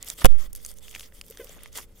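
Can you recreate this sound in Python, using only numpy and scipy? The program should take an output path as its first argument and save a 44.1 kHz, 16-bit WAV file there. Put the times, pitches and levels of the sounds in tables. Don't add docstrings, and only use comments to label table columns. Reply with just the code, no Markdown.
import sys
import numpy as np
from scipy import signal
from scipy.fft import rfft, irfft, next_fast_len
from scipy.io import wavfile
from scipy.ndimage import uniform_filter1d, map_coordinates

SR = 44100
rng = np.random.default_rng(int(sys.argv[2]) if len(sys.argv) > 2 else 0)


def inscribe(sig):
    pcm = np.round(np.clip(np.atleast_2d(sig).T, -1, 1) * 32767)
    wavfile.write(sys.argv[1], SR, pcm.astype(np.int16))


def to_linear_factor(level_db):
    exponent = np.asarray(level_db, float) / 20
    return 10 ** exponent


N = 88200

# (time [s], crack level [dB], cavity level [dB])
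POCKET_TEARS = [
    (0.2467, 3.5, -3.5),
    (0.256, 3.5, -5.5),
]
# (time [s], length [s], hiss level [dB], dull body level [dB])
AIR_JETS = [
    (0.2424, 0.0035, -25.5, -40.5),
    (0.2453, 0.005, -26, -26.5),
    (0.251, 0.0032, -26.5, -30),
    (0.2551, .0112, -20, -24),
    (0.259, 0.01, -52.5, -35.5),
]
# (time [s], pressure [full scale])
PUFF_PUSH = [
    (.24, 0),
    (.2466, .16),
    (.24668, -1.02),
    (.2625, -1.02),
    (.2705, -.17),
    (.2795, -.07),
    (.285, .27),
    (.306, .6),
    (.335, .49),
]
# (time [s], peak [dB], pitch [Hz], left over right [dB])
BRIGHT_TICKS = [(0.0265, -22, 7780, -6), (0.0453, -29.5, 12600, -2), (0.0852, -21, 8200, -4),
                (0.1, -14.5, 7220, -6.5), (0.5294, -22, 14000, 2.5), (0.5502, -20.5, 11200, 2.5),
                (0.6485, -25, 6350, -3), (0.6613, -22.5, 8270, 4.5), (0.6882, -27, 13200, -2),
                (0.7136, -32, 8700, 3.5), (0.7848, -38.5, 6600, -4), (0.9105, -36.5, 7830, 1.5),
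                (1.212, -31.5, 7470, -1.5), (1.2997, -30.5, 11400, -4), (1.3084, -28.5, 13400, 0),
                (1.3718, -34, 6240, -9), (1.4439, -27.5, 13600, -12), (1.6332, -26.5, 10440, -2.5),
                (1.7285, -37.5, 6450, -2), (1.7544, -35, 4680, -1), (1.774, -21, 7500, 0),
                (1.7847, -28.5, 4600, -3)]
# (time [s], peak [dB], pitch [Hz], left over right [dB])
MORE_TICKS = [(0.2458, -15, 6100, -8), (.6157, -45, 12600, -9), (0.6285, -40, 13100, 1),
              (.7384, -38, 12600, 0), (0.7705, -39, 13000, -3), (0.7929, -43, 8000, -2),
              (.8277, -37, 10900, 1), (.8945, -39, 6500, -2), (0.978, -39, 5150, 2),
              (0.995, -29.5, 6700, 5), (1.0066, -35.5, 6000, 5), (1.2192, -46, 11500, 0),
              (1.2443, -49, 7600, 0), (1.2635, -37, 12200, -6), (1.2812, -34.5, 13500, -3),
              (1.493, -36, 6300, 4), (1.754, -33, 9500, 0), (1.8043, -35, 7680, 0),
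              (1.5485, -41, 10600, 0), (1.573, -45, 6540, 0), (1.6748, -45, 7000, 3),
              (0.9502, -32, 8200, -3)]
# (time [s], peak [dB], pitch [Hz], left over right [dB])
LARGE_POCKS = [(0.0772, -27.5, 3430, -8), (0.8811, -28.5, 2850, 2), (0.9488, -20, 2680, -2.5),
               (0.9778, -45, 2460, -6), (0.9953, -25.5, 3720, 4), (1.0072, -26, 2780, -1.5),
               (1.1223, -40.5, 1830, -4.5), (1.212, -21.5, 2800, -0.5), (1.3227, -36.5, 2950, -4),
               (1.372, -38.5, 1660, -3), (1.4706, -38.5, 3000, -16), (1.4925, -45, 2090, -5),
               (1.6581, -29, 2060, -5), (1.7844, -33, 950, -4.5)]
# (time [s], peak [dB], pitch [Hz], left over right [dB])
MORE_POCKS = [(.599, -46, 2000, -2), (.911, -31, 3420, -5), (.9282, -35, 3040, 0), (.9398, -33, 2500, 0),
              (.9615, -30.5, 1900, -3), (1.030, -32, 2880, 0), (1.15, -46, 3560, -8),
              (1.2388, -42, 3020, -4), (1.372, -31.5, 3150, -2), (1.5905, -40, 2610, -8),
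              (1.583, -45, 1500, -4), (1.7602, -29, 3100, 1), (1.7865, -46, 1500, 0),
              (1.812, -35, 3000, -3)]
# (time [s], peak [dB], pitch [Hz], left over right [dB])
FOLLOW_UPS = [
    (.2165, -28.5, 1250, -3),
    (.2205, -30.5, 1900, -5),
    (.2605, -16.5, 2950, -17.5),
    (.5595, -21, 10500, 0),
    (.9595, -29, 2300, 3),
    (1.606, -48, 2000, -6),
]
# (time [s], length [s], level [dB], tilt toward the lows [dB])
SQUISHES = [(0, 0.066, -55.5, 11), (0.05, 0.097, -40.5, -4), (0.145, 0.067, -50, 0),
            (0.178, 0.056, -41.5, 0), (0.202, 0.044, -44, 7), (0.256, 0.13, -62, 13.5),
            (0.372, .11, -50, 4.5), (0.491, 0.024, -65, -5), (0.55, 0.035, -49, -11.5),
            (0.576, 0.18, -52.5, -6.5), (0.642, 0.027, -51, -6.5), (0.676, 0.046, -51.5, -4),
            (0.751, 0.041, -56.5, -1), (0.803, 0.14, -50, -3), (0.902, 0.19, -47.5, 0),
            (.944, 0.021, -51, 6), (1.132, 0.078, -55, 2), (1.188, 0.1, -67, -20), (1.245, 0.13, -57, -0.5),
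            (1.333, 0.15, -53, -2), (1.439, 0.13, -52.5, 5), (1.533, 0.18, -62.5, 11.5),
            (1.715, 0.086, -50.5, 3.5), (1.748, 0.061, -41.5, 3), (1.78, 0.081, -48.5, -3),
            (1.95, 0.091, -56, -2.5)]
# (frequency [Hz], level [dB per Hz])
FIZZ_COLOUR = [(88, -40.5), (150, -7.5), (517, -13.5), (1410, -16), (4660, -8.5), (6770, -7), (7460, -8),
               (15100, -8), (16400, -16.5)]
# (frequency [Hz], width [Hz], level [dB])
CUP_AIR = [(575, 94, 3), (1250, 280, 4.5), (2000, 310, 6.5), (3380, 620, 3)]
# (time [s], length [s], level [dB], pitch [Hz])
CUP_RINGS = [
    (1.298, 0.019, -42, 455),
    (1.395, 0.011, -32.5, 465),
    (1.408, 0.013, -33, 470),
    (1.423, 0.017, -45.5, 516),
    (1.438, 0.012, -44, 505),
    (1.45, 0.01, -46, 470),
    (1.494, 0.0054, -44.5, 540),
]
# (frequency [Hz], level [dB])
CREAK_TONE = [(300, -27), (1100, -5.5), (1600, 0), (2100, -0.5), (2700, -9), (3300, -2.5), (4200, -22),
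              (9000, -54)]
# (frequency [Hz], level [dB per Hz])
ROOM_COLOUR = [(12, -28), (20, 1), (147, -20), (272, -23.5), (322, -26.5), (438, -32.5), (580, -35),
               (15000, -52.5), (16400, -85.5)]
# (frequency [Hz], width [Hz], level [dB])
ROOM_HUMS = [(61.4, 8.8, 4.5), (197.4, 14, -2.5), (353, 13, -4.5), (445.4, 9.6, -6), (530, 120, -7)]
# (frequency [Hz], likeness [0 to 1])
LIKENESS = [(60, 0.95), (640, 0.77), (3100, 0.43), (15000, 0.56)]


def unit(x):
    return x / np.sqrt(np.mean(x ** 2) + 1e-20)


def along(points, hz):
    f, v = np.transpose(points)
    return np.interp(np.log(hz + 1), np.log(f + 1), v)


def wobble(rate):
    knots = rng.standard_normal(int(N * rate / SR) + 4)
    return map_coordinates(knots, [np.arange(N) * rate / SR])


def swell(s, length, edge):
    u = np.clip((np.arange(N) / SR - s) / length, 0, 1)
    return np.abs(np.sin(np.pi * u)) ** edge


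def peaks(table, f):
    return sum(to_linear_factor(db) * w * w / ((f - c) ** 2 * 4 + w * w) for c, w, db in table)


def filtered(x, response):
    m = next_fast_len(N + SR // 2)
    return irfft(rfft(x, m) * response(np.fft.rfftfreq(m, 1 / SR)), m)[..., :N]


def spread(pair, gain):
    def turn(hz):
        return np.arccos(np.clip(along(LIKENESS, hz), -1, 1)) / 2

    mid, side = filtered(pair, lambda hz: gain(hz) * [np.cos(turn(hz)), np.sin(turn(hz))])
    return unit(np.array([mid + side, mid - side]))


def patchy(x):
    z = signal.stft(x, nperseg=256)[2]
    field = uniform_filter1d(rng.standard_normal(z.shape[1:]), size=12, axis=0)
    field = uniform_filter1d(field, size=8, axis=1)
    return signal.istft(z * to_linear_factor(3 * unit(field)), nperseg=256)[1][:, :N]


def add(out, s, x):
    part = out[..., round(s * SR):][..., :x.shape[-1]]
    part += x[..., :part.shape[-1]]


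def tearing_pocket():
    cavity_hz, lift_hz, sag_s = 500, 2190, .0029
    swell_s, cavity_t60_s, crack_t60_s = 0.0029, 0.025, 0.0024
    out, t = np.zeros((2, N)), np.arange(SR // 10) / SR
    for s, crack_db, cavity_db in POCKET_TEARS:
        phase = 2 * np.pi * np.cumsum(cavity_hz + lift_hz * np.exp(-(t / sag_s) ** 2)) / SR
        rise = 1 - np.exp(-(t / swell_s) ** 3)
        tone = to_linear_factor(cavity_db + 7.5 - 60 * t / cavity_t60_s) * rise * np.sin(phase)
        noise = rng.standard_normal(len(t)) + 0.8 * np.sin(2 * np.pi * 1100 * t)
        crack = to_linear_factor(crack_db - 60 * t / crack_t60_s) * noise
        add(out, s, tone * [[1], [.1]] + crack * [[1], [.4]])
    return out


def escaping_air():
    noise = filtered(rng.standard_normal((3, N)), lambda hz: 1 / (1 + (hz / 12000) ** 4))
    hiss_level = sum(to_linear_factor(db) * swell(s, length, .6) for s, length, db, _ in AIR_JETS)
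    hiss = hiss_level * (noise[0] + 0.92 * noise[1:])
    body = unit(filtered(rng.standard_normal(N), lambda hz: (hz > 150) / (1 + (hz / 1500) ** 2)))
    body_level = sum(to_linear_factor(db) * swell(s, length, 0.69) for s, length, _, db in AIR_JETS)
    return hiss + body_level * body * [[1], [.3]]


def puff_on_port():
    settle_s, end_s, flutter_db, flutter_t60_s = .09, .47, -27, 0.89
    out, t = np.zeros((2, N)), np.arange(SR // 10) / SR
    click = np.exp(-(t / 0.00011) ** 2) * (0.41 + 0.74 * np.cos(2 * np.pi * 9000 * t))
    add(out[1], .2559, to_linear_factor(9) * click)
    time, (s, push) = np.arange(N) / SR, np.transpose(PUFF_PUSH)
    rest = np.exp(-(end_s - s[-1]) / settle_s)
    decay = np.exp(-np.clip(time - s[-1], 0, 9) / settle_s)
    settle = np.clip((decay - rest) / (1 - rest), -.03, 1)
    swing = np.interp(time, s, push) * settle * np.exp(-np.clip(time - end_s, 0, 9) / 0.49)
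    smooth = uniform_filter1d(swing, size=101)
    out[1] += np.where(time > .264, smooth, swing)
    fade = to_linear_factor(flutter_db - 60 * (time - s[3]) / flutter_t60_s) * np.clip((time - s[4]) / 0.022, 0, 1)
    flutter = fade * np.array([wobble(67.0), wobble(128.9)])
    return out + uniform_filter1d(flutter, size=101)


def bubbles(rows, cycles, span, reach, wet_db):
    snap_db, snap_t60_s, splash_db, splash_t60_s = -13.5, 0.0056, -15, 0.016
    out, t = np.zeros((2, N)), np.arange(SR // 25) / SR
    rise = 1 - np.exp(-(t / 0.00029) ** 2)
    for s, db, hz, pan_db in rows:
        ring = np.sin(2 * np.pi * hz * t)
        ring += .5 * np.sin(2 * np.pi * hz * 1.49 * t)
        ring += .3 * np.sin(2 * np.pi * hz * 0.541 * t)
        ring *= to_linear_factor(-60 * t * hz / cycles)
        noise = rng.standard_normal((3, len(t)))
        edges = [hz / span, min(hz * reach, SR / 2.2)]
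        band = signal.butter(1, edges, "band", fs=SR)
        noise = unit(signal.lfilter(*band, noise[0] + .5 * noise[1:]))
        fade = to_linear_factor(snap_db - 60 * t / snap_t60_s) + to_linear_factor(splash_db - 60 * t / splash_t60_s)
        pop = (ring + to_linear_factor(wet_db) * noise * fade) * rise * np.exp(1)
        sides = to_linear_factor(db - 4.5 + np.array([[pan_db], [-pan_db]]) / 2)
        add(out, s + .0007, sides * pop)
    return out


def fizz():
    grains_per_s, grain_spread_db, grain_share, rest_db = 3500, 3, 0.49, -69
    hits = rng.random((2, N)) < grains_per_s / SR
    grains = hits * to_linear_factor(grain_spread_db * np.minimum(rng.exponential(size=(2, N)), 3))
    grains = signal.lfilter([1], [1, -.93], grains) * rng.standard_normal((2, N))
    mix = grain_share * unit(grains) + (1 - grain_share) * rng.standard_normal((2, N))
    raw = spread(patchy(mix), lambda hz: to_linear_factor(along(FIZZ_COLOUR, hz)) * (1 + peaks(CUP_AIR, hz)))
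    low = filtered(raw, lambda hz: 1 / (1 + (hz / 3800) ** 4))
    high_gain, low_gain = to_linear_factor(rest_db), to_linear_factor(rest_db)
    for s, length, db, tilt_db in SQUISHES:
        press = swell(s, length, 1)
        high_gain = high_gain + to_linear_factor(db) * press
        low_gain = low_gain + to_linear_factor(db + tilt_db) * press
    return to_linear_factor(1.8 * wobble(59.9)) * ((raw - low) * high_gain + low * low_gain)


def cup():
    out = np.zeros(N)
    for s, length, db, hz in CUP_RINGS:
        t = np.arange(int(length * SR)) / SR
        glide = 1 + 0.37 * (t / length - 1) / 2
        add(out, s, to_linear_factor(db) * np.sin(np.pi * t / length) * np.sin(2 * np.pi * hz * t * glide))
    out *= 1 + .18 * wobble(250)
    creak_s, creak_len_s, start_hz, end_hz, creak_db = 1.398, 0.033, 576, 445, -48.5
    u = np.clip((np.arange(N) / SR - creak_s) / creak_len_s, 0, 1)
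    turns = np.cumsum(start_hz + (end_hz - start_hz) * u + 22 * wobble(300)) / SR
    slips = np.diff(np.floor(turns), prepend=0)
    slips = unit(filtered(slips, lambda hz: to_linear_factor(along(CREAK_TONE, hz))))
    return out + to_linear_factor(creak_db) * slips * np.sin(np.pi * u ** 0.52) ** 0.66


def room():
    floor = spread(rng.standard_normal((2, N)), lambda hz: to_linear_factor(along(ROOM_COLOUR, hz)) * (hz > 18))
    floor = to_linear_factor(-53.5 + wobble(10.0)) * floor
    hum = to_linear_factor(-65) * spread(rng.standard_normal((2, N)), lambda hz: peaks(ROOM_HUMS, hz))
    motor = np.sin(2 * np.pi * 441 * np.arange(N) / SR + wobble(7.6))
    motor = to_linear_factor(-66.5 + wobble(8.9)) * motor
    sway = to_linear_factor(-54.5) * np.array([wobble(9.03), wobble(9.03)])
    return floor + hum + motor + sway


def scene():
    burst = tearing_pocket() + escaping_air() + puff_on_port()
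    bright = bubbles([*BRIGHT_TICKS, *MORE_TICKS], 24.6, span=1.67, reach=1.42, wet_db=-2)
    dull = bubbles([*LARGE_POCKS, *MORE_POCKS], 8.9, span=2.4, reach=2.1, wet_db=-8)
    after = bubbles(FOLLOW_UPS, 16.1, span=1.3, reach=7.6, wet_db=-3)
    return burst + bright + dull + after + fizz() + cup() + room()


def band_limit(x):
    return signal.sosfilt(signal.butter(12, 16520, fs=SR, output="sos"), x)


def record(dry):
    top_hz, top_soft_hz = 15900, 132.8

    def phone(hz):
        shadow = 1 - 0.53 * peaks([(4043, 506, 0)], hz)
        return shadow / (1 + np.exp(np.clip((hz - top_hz) / top_soft_hz, -50, 50)))

    mix = np.clip(filtered(dry, phone), -1, 1)
    return band_limit(mix)


dry = scene()
out = record(dry)
inscribe(out)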